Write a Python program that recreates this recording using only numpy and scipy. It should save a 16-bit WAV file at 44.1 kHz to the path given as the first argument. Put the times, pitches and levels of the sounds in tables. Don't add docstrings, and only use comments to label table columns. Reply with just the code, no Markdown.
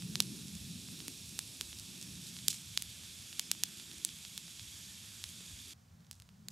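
import sys
import numpy as np
from scipy import signal
from scipy.fft import rfft, irfft, next_fast_len
from scipy.io import wavfile
from scipy.ndimage import uniform_filter1d

SR = 44100
rng = np.random.default_rng(int(sys.argv[2]) if len(sys.argv) > 2 else 0)


def to_wav(sig):
    pcm = np.clip(np.atleast_2d(sig), -1, 1) * 32767
    pcm = np.round(pcm).astype(np.int16)
    wavfile.write(sys.argv[1], SR, pcm.T)


def field_ratio(decibels):
    return 10 ** (np.asarray(decibels, dtype=float) / 20)


N = 287399
SIZE = next_fast_len(N + SR // 2)
CUT_S = 5.736


def curve(table):
    s, *columns = np.transpose(table)
    return [np.interp(np.arange(N) / SR, s, c) for c in columns]


def gain(points, size=SIZE):
    hz, db = np.transpose(points)
    bins = np.fft.rfftfreq(size, 1 / SR)
    return field_ratio(np.interp(np.log(bins + 1), np.log(hz), db))


def colour(x, points):
    cepstrum = irfft(np.log(gain(points, size=2048)))
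    cepstrum[1:1024] *= 2
    cepstrum[1025:] = 0
    response = irfft(np.exp(rfft(cepstrum)))[:1024]
    return signal.fftconvolve(x, response)[:N]


def walk(rate):
    hold = int(SR / rate)
    steps = np.repeat(rng.standard_normal(N // hold + 1), hold)
    return 1.36 * uniform_filter1d(uniform_filter1d(steps, hold), hold)[:N]


# frequency in Hz, unshared part in dB.
APART = [(60, -27), (125, -20), (200, -14), (300, -9.5), (450, -2.5), (800, 0.5), (1500, -1.5), (2500, -8),
         (5000, -50), (9000, -28), (15000, -13)]


def rush(points, flicker_db, rate, shared_db):
    mid, side = rfft(rng.standard_normal((2, SIZE))) * gain(points)
    pair = mid + np.outer([1, -1], side * gain(APART))
    half_octave = 2 * np.log2(np.fft.rfftfreq(SIZE, 1 / SR) + 1)
    lowest = np.floor(2 * np.log2(points[0][0]))
    highest = 2 * np.log2(points[-1][0])
    out = 0
    for k in np.arange(lowest, highest + 1):
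        band = np.cos(np.pi / 2 * np.clip(half_octave - k, -1, 1)) ** 2
        out = out + irfft(pair * band, SIZE)[:, :N] * field_ratio(flicker_db * walk(rate))
    out = out * field_ratio(shared_db * walk(3 * rate))
    return out / np.sqrt(np.mean(out ** 2))


# frequency in Hz, level in dB per Hz.
ROAR = [(20, -43), (40, -21), (60, -4.5), (90, 2.5), (120, 0), (150, -21.5)]
FLUTTER = [(90, -21.5), (125, -3.5), (180, 2.5), (235, -5.5), (290, -25)]
UPPER = [(190, -17.5), (250, 1.5), (350, -3.5), (430, -11.5), (600, -32), (900, -31)]
# time in seconds, flutter level in dB.
DRAUGHT = [(0.0, -54.5), (0.05, -46.5), (0.6, -52), (0.74, -48), (0.85, -55.5), (0.93, -48), (0.96, -60),
           (1.03, -52.5), (1.16, -58), (1.7, -62), (2.01, -53.5), (3.21, -63), (5.9, -63.5), (5.95, -59),
           (6.19, -63), (6.52, -59.5)]
# peak in seconds, half length in seconds, lift in dB.
TONGUES = [
    (.25, .2, 9),
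    (1.03, .17, 10),
    (1.5, .3, 5),
    (2.1, .2, 5),
    (3.05, .1, 4),
    (3.55, 0.22, 7),
    (3.95, .15, 6),
    (5.6, .15, 4),
    (6.5, .1, 9),
]
# peak in seconds, lift in dB.
GUSTS = [(.06, 6), (.6, 5), (.8, 4), (1.3, 4), (1.64, 4), (1.8, 5), (2.1, 8), (2.24, 4), (2.69, 7),
         (2.9, 5), (3.2, 8), (3.95, 3), (4.64, 4), (4.88, 5), (5.27, 3), (5.54, 12), (6.2, 5)]


def flames(near):
    t = np.arange(N) / SR
    draught, = curve(DRAUGHT)
    swing = draught - draught.mean()
    gust = sum(db * np.exp(-((t - s) / 0.06) ** 2) for s, db in GUSTS)
    lick = sum(db * np.exp(-((t - s) / half) ** 2) for s, half, db in TONGUES)
    roar_db = -64 + 0.2 * swing + gust + 1.5 * walk(12)
    flutter_db = draught + 1.47 * walk(11)
    upper_db = -70 + 0.55 * swing + lick - 14 * (1 - near)
    bands = [(roar_db, ROAR), (flutter_db, FLUTTER), (upper_db, UPPER)]
    return sum(field_ratio(db) * rush(points, flicker_db=1.08, rate=6.7, shared_db=0.45) for db, points in bands)


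# frequency in Hz, gain in dB.
EDGE = [(14900, 0), (15250, -2), (15400, -7), (15800, -10), (15900, -70)]


def with_vents(points, vents):
    hz = np.geomspace(points[0][0], 16000, 800)
    point_hz, point_db = np.transpose(points)
    db = np.interp(np.log(hz), np.log(point_hz), point_db)
    db = db + np.interp(hz, *np.transpose(EDGE))
    lift = sum(field_ratio(d - 1) ** 2 / (1 + (2 * (hz - f) / max(width, 150)) ** 2) for f, width, d in vents)
    return np.transpose([hz, db + 10 * np.log10(1 + lift)])


# frequency in Hz, level in dB per Hz.
JET_A = [(260, -26), (450, -9), (506, -8.5), (743, -12), (1490, -17), (2030, -14.5), (2640, 1.5),
         (3110, -4.5), (3600, 5), (4770, 1), (5530, 1.5), (6310, 0), (8110, 1), (11200, -2.5),
         (15300, -16.5)]
JET_B = [(260, -56), (450, -32), (623, -17.5), (680, -24.5), (1510, -18), (1880, -23), (2210, -6.5),
         (2890, -6), (3400, 1.5), (4120, -7), (6700, -4.5), (8730, -9), (9130, -12.5), (11700, -12),
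         (15300, -32)]
SPIT = [(1200, -41), (2500, -8), (4000, 2.5), (7500, 6), (12000, -3.5), (15000, -9), (16000, -25)]
FAR = [(300, -14), (450, 1.5), (900, 0), (1600, -1), (2500, -4.5), (3500, -3.5), (6500, -3), (10000, -10),
       (14000, -12), (15700, -16), (16000, -42)]
# centre in Hz, width in Hz, level in dB.
VENTS_A = [(2460, 170, 0), (3500, 1200, -9.5), (5450, 170, 4.5), (6440, 110, -15), (7630, 83, -16),
           (9900, 68, -15)]
VENTS_B = [(3570, 510, -6.5), (4700, 200, 5), (6770, 170, 3.5), (7740, 380, 2), (8640, 120, 6.5),
           (10900, 540, 2), (11700, 300, 0)]
# peak in seconds, peak in dB, seconds to rise by 60 dB, seconds to fall by 60 dB.
SPITS = [
    (2.03, -53, .08, .06),
    (2.29, -49, .3, .1),
    (2.503, -38, .05, .27),
    (6.116, -59, .01, .15),
    (6.15, -72, .1, 1.2),
    (6.505, -59, .03, .07),
]


def steam(near):
    t = np.arange(N) / SR
    opening = np.clip((t - 2.3) / 0.27 + 0.5, 0, 1)
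    share = np.clip(0.27 + (0.74 - 0.27) * opening + 0.07 * walk(2.5), 0, 1)
    first = rush(with_vents(JET_A, VENTS_A), flicker_db=0.5, rate=14, shared_db=0.5)
    second = rush(with_vents(JET_B, VENTS_B), flicker_db=0.5, rate=14, shared_db=0.5)
    jets = np.sqrt(1 - share) * first + np.sqrt(share) * second
    low = rush([(500, -19.0), (1200, -11.5), (1800, -4.0), (2400, -16)], flicker_db=1.5, rate=12, shared_db=1.5)
    low = field_ratio(-22 + 1.5 * walk(2.51) + 6 * share) * low
    close = field_ratio(-51.5 - 0.12 * t) * (jets + low)
    spit_level = sum(field_ratio(db - 60 * np.where(t < s, (s - t) / rise, (t - s) / fall))
                     for s, db, rise, fall in SPITS)
    spits = spit_level * rush(with_vents(SPIT, [(3500, 900, 0)]), flicker_db=1.0, rate=200, shared_db=3.0)
    far = field_ratio(-71) * rush(FAR, flicker_db=0.5, rate=8, shared_db=0.4)
    return near * close + spits + (1 - near) * far


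# time in seconds, pitch in Hz, level in dB.
WHISTLE = [
    (3.405, 4980, -69),
    (3.42, 5040, -58),
    (3.465, 5250, -56),
    (3.485, 5340, -66),
]


def whistle():
    hz, db = curve(WHISTLE)
    t = np.arange(N) / SR
    on = (t > WHISTLE[0][0]) * (t < WHISTLE[-1][0])
    phase = 2 * np.pi * np.cumsum(hz + 10 * walk(100)) / SR
    return on * field_ratio(db + walk(100)) * np.sin(phase)


# start in seconds, peak in dB, pitch in Hz.
THUDS = [
    (1.0815, -36, 260),
    (5.407, -53, 400),
    (.204, -40, 350),
    (1.612, -47, 400),
    (2.483, -46, 380),
]


def thuds():
    out, t = np.zeros(N), np.arange(1024) / SR
    for s, db, hz in THUDS:
        fade = field_ratio(db + 3 - 60 * t / 0.021) * (1 - np.exp(-t / 0.0015))
        at = int(s * SR)
        out[at:at + 1024] += fade * np.sin(2 * np.pi * hz * t)
    return out


def shock(hz, edge_db, thump_db, top_db=-4.5):
    points = [(120, thump_db - 18), (800, thump_db), (hz, 0),
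              (1.26 * max(hz, 8000), edge_db), (17000, edge_db + top_db)]
    delay = np.exp(-2j * np.pi * np.arange(257) * 64 / 512)
    turn = np.exp(1j * 2.0)
    return irfft(gain(points, size=512) * delay * turn)[:128] * np.hanning(128)


def crackle():
    where, size = rng.random((2500, 2)).T
    clicks = np.zeros(N)
    clicks[(where * N).astype(int)] = field_ratio(np.minimum(-3.5 * np.log(size + 1e-9), 14))
    return field_ratio(-60) * np.convolve(clicks, shock(2700, 8.6, -4.5) * 4)[:N]


# time in seconds, peak in dB, main pitch in Hz, sharp edge in dB, low
# thump in dB.
CRACKS = [
    (1.0798, -18, 3500, 1.5, -8),
    (2.481, -2.5, 4680, -2.5, -23),
    (3.3938, -9.5, 4600, -5.5, -14.5),
    (3.5133, -6, 5860, -4, -14),
    (3.6343, -6.5, 6300, -6, -15),
    (4.0474, -9, 8660, -7.5, -27),
]
BARE = [
    (0.1542, -13, 4700, -14.5, -13),
    (1.6095, -14, 3570, -7, -12),
    (2.7736, -8, 3960, -12.5, -17),
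    (5.2387, -18.5, 3720, -10, -16.5),
]
DENSE = [
    (0.2016, -5, 4570, -10, -14),
    (1.3892, -13, 8850, -8.5, -8),
    (2.8209, -17, 6800, -1, -12),
    (4.3762, -20, 3500, -5.5, -17),
    (6.4833, -23, 3400, -3, -13),
]
DISTANT = [
    (6.004, -52, 4110, -10, -18.5),
    (6.046, -52, 3300, -10, -18),
    (6.066, -49, 5220, -13, -22),
    (6.1106, -23.5, 4800, 0, -9),
    (6.128, -36.5, 6310, -5, -12),
    (6.1985, -35, 3220, -4, -9),
    (6.22, -36, 5370, -3, -4),
    (6.289, -42.5, 3050, -14, -2),
]
# time in seconds, peak in dB, main pitch in Hz.
TICKS = [(0.221, -23, 7040), (0.481, -31, 5700), (0.551, -28, 5230), (0.989, -31.5, 7650),
         (1.291, -32, 6620), (1.617, -29, 7000), (1.786, -28, 5200), (1.796, -26, 6710), (2.012, -26, 7540),
         (2.025, -25.5, 5370), (2.153, -34, 4560), (2.501, -22, 6820), (2.686, -40, 7460),
         (3.187, -34, 6920), (3.981, -31, 5340), (5.289, -31, 5370)]
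# time in seconds, peak in dB, low thump in dB.
DULL = [(0.021, -31, -10), (0.209, -32, -5), (0.885, -36, 1), (1.002, -28.5, -13), (1.039, -43, -4),
        (1.728, -31, -5), (2.365, -30, -13), (2.387, -31, -18), (2.528, -27.5, -16), (2.543, -32, -13),
        (2.739, -37, -12), (2.802, -40, 0), (2.859, -39, -10), (3.034, -36, -5), (3.049, -43, -6),
        (3.327, -29, -15), (3.549, -36, -5), (3.63, -35, -13), (3.797, -30.5, -11), (3.913, -31.5, -20),
        (4.089, -28.5, -22), (4.249, -27.5, -15), (4.479, -35.5, -6), (4.594, -29, -14), (5.405, -37, -8),
        (5.706, -38, -23)]
TWIGS_DB = {"cracks": -14, "splits": -11, "bare": -21, "distant": -18, "ticks": -17, "dull": -18.5}


def all_bursts():
    loud = [("cracks", CRACKS), ("bare", BARE), ("splits", DENSE), ("distant", DISTANT)]
    bursts = [(*row, TWIGS_DB[kind]) for kind, table in loud for row in table]
    bursts += [(*row, -4.5, -23, TWIGS_DB["ticks"]) for row in TICKS]
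    bursts += [(s, db, 3500, -13, thump_db, TWIGS_DB["dull"]) for s, db, thump_db in DULL]
    return bursts


def twig_echoes(twig_db):
    t = np.arange(1024) / SR
    mid, side = rng.standard_normal((2, 1024))
    chance = mid + 0.55 * np.outer([1, -1], side)
    fade = field_ratio(-60 * t / 0.006) + field_ratio(-27 - 60 * t / 0.04)
    fade = fade * np.clip(t / 0.00025 - 0.3, 0, 1)
    twigs = field_ratio(twig_db - 3) * chance * np.abs(mid) ** 0.5 * fade
    twigs[:, 1:] -= 0.63 * twigs[:, :-1].copy()
    twigs[:, 0] = 1
    return twigs


def pops():
    out = np.zeros((2, N + 2048))
    for s, db, hz, edge_db, thump_db, twig_db in all_bursts():
        small = db < -21 and s < CUT_S
        burst = shock(hz, edge_db, thump_db, -14 if small else -3)
        burst = field_ratio(db + 2) * burst / np.abs(burst).max()
        wave = signal.fftconvolve(burst[None], twig_echoes(twig_db), axes=1)
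        at = int((s + 0.0017) * SR) - 64
        out[:, at:at + wave.shape[1]] += wave
    return out[:, :N]


def hedge(x):
    t = np.arange(SR // 5) / SR - 0.02
    shape = np.where(t < 0, np.exp(-(t / 0.0015) ** 2), field_ratio(-60 * np.abs(t) / 0.055))
    pan_db = np.array([[0.5], [-0.5]]) * 2
    leaves = rng.standard_normal((2, len(t))) * shape * field_ratio(-26 - 20 + pan_db)
    return signal.fftconvolve(x[None], leaves, axes=1)[:, :N]


# frequency in Hz, gain in dB.
PORT = [(200, -2.5), (1000, -3.5), (2200, -4), (3400, 0.5), (5000, -1.5), (8500, -2.5), (12000, -4),
        (16000, -16)]


def scene():
    near = np.clip((CUT_S - np.arange(N) / SR) / 0.0015, 0, 1)
    snaps = pops() + colour(crackle(), EDGE) * near
    bursts = np.array([colour(x, PORT) for x in snaps])
    return flames(near) + steam(near) + whistle() + thuds() + bursts + hedge(bursts.mean(axis=0))


def top_cut(x):
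    return signal.sosfilt(signal.butter(12, 17050, fs=SR, output="sos"), x)


# frequency in Hz, difference in dB.
LEFT_MINUS_RIGHT = [(60, 0.5), (110, -0.5), (200, 0.5), (380, 0), (700, -1.0), (1290, -3), (2380, -1.5),
                    (4400, -3.5), (8120, -3), (15000, 3)]
# frequency in Hz, gain in dB.
TOP = [(16000, 0), (16600, -16.5), (16800, -88)]


def record(dry):
    tilt = np.sqrt(gain(LEFT_MINUS_RIGHT))
    response = gain(TOP) * np.array([tilt, 1 / tilt])
    mix = irfft(rfft(dry, SIZE) * response, SIZE)[:, :N]
    return top_cut(mix)


dry = scene()
out = record(dry)
to_wav(out)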